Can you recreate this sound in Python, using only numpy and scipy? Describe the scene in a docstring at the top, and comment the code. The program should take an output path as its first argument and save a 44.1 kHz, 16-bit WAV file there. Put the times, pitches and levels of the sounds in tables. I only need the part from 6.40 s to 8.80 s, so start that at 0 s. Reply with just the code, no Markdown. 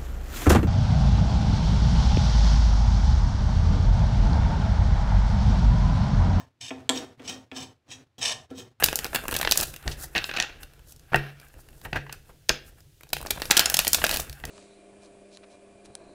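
"""Stirring spices in a frying pan

A steel spoon stirs dry spices round a small pan, about three strokes a second: random slips scrape over grit.
Knocks are decaying clinks and noise bursts, snaps are short noise bursts, and pushed seeds are random clicks.
Decaying sines ring the pan and spoon, and noise tails make a small kitchen.
Filtered noise rumbles as the stove; a noise gate ducks the quiet gaps."""
import sys
import numpy as np
from scipy import signal
from scipy.fft import rfft, irfft
from scipy.io import wavfile

SR = 44100
rng = np.random.default_rng(int(sys.argv[2]) if len(sys.argv) > 2 else 0)


def dump(signal):
    """Clip the signal to [-1, 1] and save it as 16-bit WAV at the path in sys.argv[1]."""
    limited = np.clip(np.atleast_2d(signal).T, -1, 1)
    pcm = np.round(limited * 32767).astype(np.int16)
    wavfile.write(sys.argv[1], SR, pcm)


N = 105840  # length [samples]

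# Resonances of the hand-damped spoon: (frequency [Hz], relative level [dB], t60 [s])
SPOON_RESONANCES = [(780, -10, .03), (1830, -3, .02), (2550, -5, .014), (3130, 0, .014), (3740, -4, .013),
                    (5400, -8, .03), (5700, -2, .02), (6390, -8, .025), (6555, -7, .03), (8100, -8, .012),
                    (10200, -9, .008)]
# Bright spectrum of grit under the edge: (frequency [Hz], relative level [dB])
GRIT_SPECTRUM = [(1200, -34.5), (1800, -12.5), (2600, -1.5), (4000, 4), (4600, -4), (5500, -1.5), (8200, 0),
                 (9300, -13), (10500, -10), (12000, -23.5), (15500, -27)]
# Middle spectrum, for scrape body and clack: (frequency [Hz], relative level [dB])
BODY_SPECTRUM = [(300, -14), (560, 6.5), (780, 11), (1050, 12), (1400, -6.5), (1800, 6.5), (2400, -20.5),
                 (4000, -32)]
# Low spectrum, for scrape thrum and boom: (frequency [Hz], relative level [dB])
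THRUM_SPECTRUM = [(80, -24.5), (170, -8), (255, -12.5), (320, -5), (480, -11), (650, -8.5), (1200, -24.5),
                  (3000, -25)]


def scrapes(pan):
    """The edge grinds over grit: dense slips excite the spoon and the pan."""
    # Scrapes: (start [s], swell [s], hold [s], fade [s], grit [dB], body [dB], thrum [dB]), levels relative
    strokes = [(-.03, 0.0074, 0.019, .06, -48, -42.5, -53), (0.199, 0.012, .083, .012, -36.5, -57, -64),
               (0.532, 0.029, 0.022, .05, -35.5, -45.5, -45.5), (0.825, 0.026, 0.014, .02, -44, -63, -56.5),
               (0.872, 0.0056, 0.0067, .025, -30.5, -60, -63),
               (0.88, 0.013, 0.0089, 0.091, -34, -44.5, -45), (1.122, 0.043, 0.072, .05, -37.5, -48, -50),
               (1.478, 0.04, 0.02, 0.042, -38, -55, -55.5), (1.779, 0.0032, .025, .02, -48, -60, -50.5),
               (1.803, 0.012, 0.026, 0.09, -29, -39.5, -66), (1.833, 0.02, 0.029, .04, -25.5, -40.5, -58),
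               (1.879, 0.019, 0.027, 0.021, -27.5, -38.5, -76),
               (2.139, 0.041, 0.021, .05, -40.5, -57.5, -45)]
    swell_range_db = 28.5  # rise over the swell, and fall over each fade time
    contact_shift = 0.029  # spread of the spoon's relative detuning as the contact moves
    spoon_in_grit_db, spoon_in_body_db = -3, -6.5
    pan_in_grit_db, pan_in_body_db, pan_in_thrum_db = -19.5, -12, -3
    t = clock()
    slips = grains(9000, 0.5) * judder()
    grit, body, thrum = 0, 0, 0
    shifts = contact_shift * rng.standard_normal(len(strokes))
    for (start, swell, hold, fade, grit_db, body_db, thrum_db), shift in zip(strokes, shifts):
        before_hold = np.maximum((start + swell - t) / swell, 0)
        after_hold = np.maximum((t - start - swell - hold) / fade, 0)
        force = slips * undb(-swell_range_db * (before_hold + after_hold)) * (t > start)
        spoon = through(force, ring(SPOON_RESONANCES, shift))
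        grit = grit + undb(grit_db) * (force + undb(spoon_in_grit_db) * spoon) / 2
        body = body + undb(body_db) * (force + undb(spoon_in_body_db) * spoon) / 2
        thrum = thrum + undb(thrum_db) * force / 2
    layers = [(grit, GRIT_SPECTRUM, pan_in_grit_db),
              (body, BODY_SPECTRUM, pan_in_body_db),
              (thrum, THRUM_SPECTRUM, pan_in_thrum_db)]
    out = 0
    for drive, spectrum, pan_db in layers:
        out = out + colour(drive + undb(pan_db) * through(drive, pan), spectrum)
    return out


def judder():
    """Quick uneven catching and slipping of the spoon's edge."""
    rate_hz, spread_db = 127.1, 2.5
    wander = np.interp(clock() * rate_hz, np.arange(N), rng.standard_normal(N))
    return unit(undb(spread_db * wander))


def knocks(pan):
    """A steel clink with one bounce, a clack and the pan's boom; spices cushion softer landings."""
    # Spoon landings: (time [s], boom [dB], clack [dB], tick [dB], hardness as low-pass corner [Hz])
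    landings = [(0.3063, -33.5, -36, -39.5, 2760), (0.4924, -26, -25, -21, 12400),
                (0.796, -42, -59.5, -57.5, 2960), (1.1151, -39.5, -43.5, -44.5, 4170),
                (2.1075, -34, -71, -65.5, 4000)]
    # Clink of steel on the pan: (frequency [Hz], relative level [dB], t60 [s])
    clink_modes = [(2450, -2, .008), (3280, 1, .008), (5400, -5, .004), (7600, 0, .005), (8150, 0, .005),
                   (11900, -16, .008)]
    # Spectrum of the crack in the tick: (frequency [Hz], relative level [dB])
    tick_spectrum = [(600, -23.5), (1800, -13), (2600, 5.5), (3300, 3.5), (4500, 0.5), (6200, -15),
                     (8100, 6.5), (9200, -8.5), (12000, -11.5), (15500, -23.5)]
    boom_t60_s, clack_t60_s, crack_t60_s = 0.02, 0.12, 0.0044
    boom_rise_s, clack_rise_s, contact_rise_s = .005, 0.0012, 0.00022
    pan_in_boom_db, pan_in_clack_db, pan_in_crack_db = 5.5, 0, -10
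    crack_db, bounce_db, bounce_s = -6, -0.5, 0.004
    level_span_s = .01  # a knock of energy 1 becomes rms 1 over this span
    clink = ring(clink_modes)
    out = 0
    for s, boom_db, clack_db, tick_db, hard_hz in landings:
        boom = noise_burst(boom_t60_s) + undb(pan_in_boom_db) * pan
        boom = soften(colour(boom, THRUM_SPECTRUM), boom_rise_s)
        clack = noise_burst(clack_t60_s) + undb(pan_in_clack_db) * pan
        clack = soften(cut(colour(clack, BODY_SPECTRUM), hard_hz, "low"), clack_rise_s)
        crack = colour(noise_burst(crack_t60_s) + undb(pan_in_crack_db) * pan, tick_spectrum)
        tick = soften(clink + undb(crack_db) * crack, contact_rise_s)
        tick = norm(cut(cut(tick, hard_hz, "low"), hard_hz, "low"))
        tick = tick + undb(bounce_db) * late(tick, bounce_s)
        knock = undb(boom_db) * boom + undb(clack_db) * clack + undb(tick_db) * tick
        out = out + late(knock, s)
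    return cut(out, 83, "high") * np.sqrt(level_span_s * SR)


def soften(x, rise_s):
    """Let a response build up while the contact lasts, then scale to energy 1."""
    return norm(x * (1 - np.exp(-(clock() / rise_s) ** 2)))


def snaps():
    """A single grain catches under the edge and gives way: a brief burst of slips rings the spoon."""
    # Snaps: (time [s], relative level [dB])
    catches = [(0.212, -37), (0.282, -40.5), (0.574, -29), (1.505, -52), (1.514, -41.5), (1.828, -25),
               (1.857, -23), (1.905, -52), (2.103, -54)]
    burst = fall(.02)
    envelope = sum(undb(db) * late(burst, s) for s, db in catches)
    force = envelope * rng.standard_normal(N)
    return colour(force + through(force, ring(SPOON_RESONANCES)), GRIT_SPECTRUM)


def seeds():
    """Seeds and powder tumble while the bowl of the spoon pushes them."""
    # Pushes: (start [s], length [s], level [dB])
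    pushes = [(0.288, 0.14, -55), (0.53, 0.12, -44), (0.792, 0.19, -50), (1.107, 0.15, -55),
              (1.452, 0.175, -60.5), (1.778, 0.215, -58.5), (2.09, 0.15, -58)]
    # Spectrum of the tumbling: (frequency [Hz], relative level [dB])
    seed_spectrum = [(90, -18), (250, 2.5), (500, -1), (1000, -10), (2000, -11.5), (4000, -19),
                     (8000, -25.5), (15000, -40.5)]
    edge_s = .014  # ramp centred on each start and end
    t = clock()
    push = 0
    for start, length, db in pushes:
        inside = np.minimum(t - start, start + length - t)
        push = push + undb(db) * np.clip(inside / edge_s + .5, 0, 1)
    return colour(push * grains(2600, 2), seed_spectrum)


def kitchen(x):
    """Short reverberation of hard walls, stronger and longer in the bass."""
    bass_t60_s, treble_t60_s = .42, .28
    bass_db, treble_db, delay_s = -4, -9, .004
    bass = cut(noise_burst(bass_t60_s), 1200, "low")
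    treble = cut(noise_burst(treble_t60_s), 1700, "high")
    tail = undb(bass_db) * bass + undb(treble_db) * treble
    return x + through(x, late(tail, delay_s))


def stove():
    """The stove's steady rumble: white noise through a bass-heavy spectrum."""
    # Spectrum of the rumble: (frequency [Hz], relative level [dB])
    stove_spectrum = [(25, -29.5), (55, -18.5), (85, -0.5), (130, 2), (170, -17.5), (260, -13), (500, -19),
                      (1200, -24), (4000, -30.5), (15000, -49)]
    return undb(-55) * colour(rng.standard_normal(N), stove_spectrum)


def pan_ringing():
    """Impulse response of the pan: its modes die away as decaying sines."""
    # Ringing of the pan: (frequency [Hz], relative level [dB], t60 [s])
    pan_modes = [(260, 6, .24), (378, -3, .14), (472, 1, .12), (501, -2, .18), (640, -8, .1),
                 (770, -7, .13), (950, -14, .12), (1352, 2, .14), (1712, -4, .16), (2400, -9, .12),
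                 (3028, -11, .12), (3293, -11, .12), (3686, -11, .12)]
    return ring(pan_modes)


def ring(modes, shift=0):
    """Impulse response of decaying modes, energy 1; shift detunes them all by a fraction."""
    t = clock()
    total = 0
    for hz, db, t60 in modes:
        total = total + undb(db) * fall(t60) * np.sin(2 * np.pi * hz * (1 + shift) * t)
    return norm(total)


def grains(rate_per_s, spread_db):
    """Random clicks of unequal size, rms 1."""
    hits = rng.random(N) < rate_per_s / SR
    sizes = undb(spread_db * np.clip(rng.standard_normal(N), -2, 2))
    return unit(hits * rng.standard_normal(N) * sizes)


def noise_burst(t60):
    """White noise that dies away exponentially, energy 1."""
    return norm(rng.standard_normal(N) * fall(t60))


def colour(x, points):
    """Causal minimum-phase filter with the given spectrum shape and unit gain for white noise."""
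    hz, db = np.array(points).T
    bins_hz = np.fft.rfftfreq(N, 1 / SR)
    gain = undb(np.interp(np.log(bins_hz + 1), np.log(hz), db))
    # Folding the cepstrum onto positive time makes the response causal
    cepstrum = irfft(np.log(gain), N)
    cepstrum[1:N // 2] *= 2
    cepstrum[N // 2 + 1:] = 0
    response = irfft(np.exp(rfft(cepstrum)), N)[:N // 16]
    return through(x, norm(response))


def cut(x, hz, kind):
    """Second-order Butterworth filter, "low" or "high" pass."""
    corner_hz = min(hz, SR / 2 - 100)
    return signal.sosfilt(signal.butter(2, corner_hz, kind, fs=SR, output="sos"), x)


def through(x, response):
    """Excite a response with a signal by convolution."""
    return signal.fftconvolve(x, response)[:N]


def fall(t60):
    """Exponential decay by 60 dB in t60 seconds."""
    return np.exp(-np.log(1000) * np.minimum(clock() / t60, 10))


def late(x, s):
    """Delay by s seconds."""
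    return np.concatenate([np.zeros(int(max(s, 0) * SR)), x])[:N]


def clock():
    """Time of each sample in seconds."""
    return np.arange(N) / SR


def undb(db):
    """Decibels to amplitude ratio."""
    return 10 ** (np.asarray(db) / 20)


def unit(x):
    """Scale to rms 1."""
    return x / np.sqrt(np.mean(x ** 2))


def norm(x):
    """Scale to energy 1."""
    return x / np.sqrt(np.sum(x ** 2))


def scene():
    """Spoon, pan and spices sound in the kitchen; the stove is added without reverberation."""
    pan = pan_ringing()
    stirring = scrapes(pan) + knocks(pan) + snaps() + seeds()
    return (kitchen(stirring) + stove())[None]


def record(dry):
    """A noise gate turns down whatever is quiet; a steep low-pass cuts the top."""
    threshold_db, depth_db, knee_db = -57.5, 15.5, 4.5
    smoothing_s = 0.0082  # time constant of the level detector
    top_hz = 15700
    keep = np.exp(-1 / (smoothing_s * SR))
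    power = signal.lfilter([1 - keep], [1, -keep], cut(dry, 190, "high") ** 2)
    over_db = 10 * np.log10(np.abs(power) + 1e-14) - threshold_db
    shut = np.clip(.5 - over_db / knee_db, 0, 1)  # 0 open, 1 fully ducked
    gated = dry * undb(-depth_db * shut)
    return signal.sosfilt(signal.ellip(10, .2, 70, top_hz, fs=SR, output="sos"), gated)


dry = scene()
out = record(dry)
dump(out)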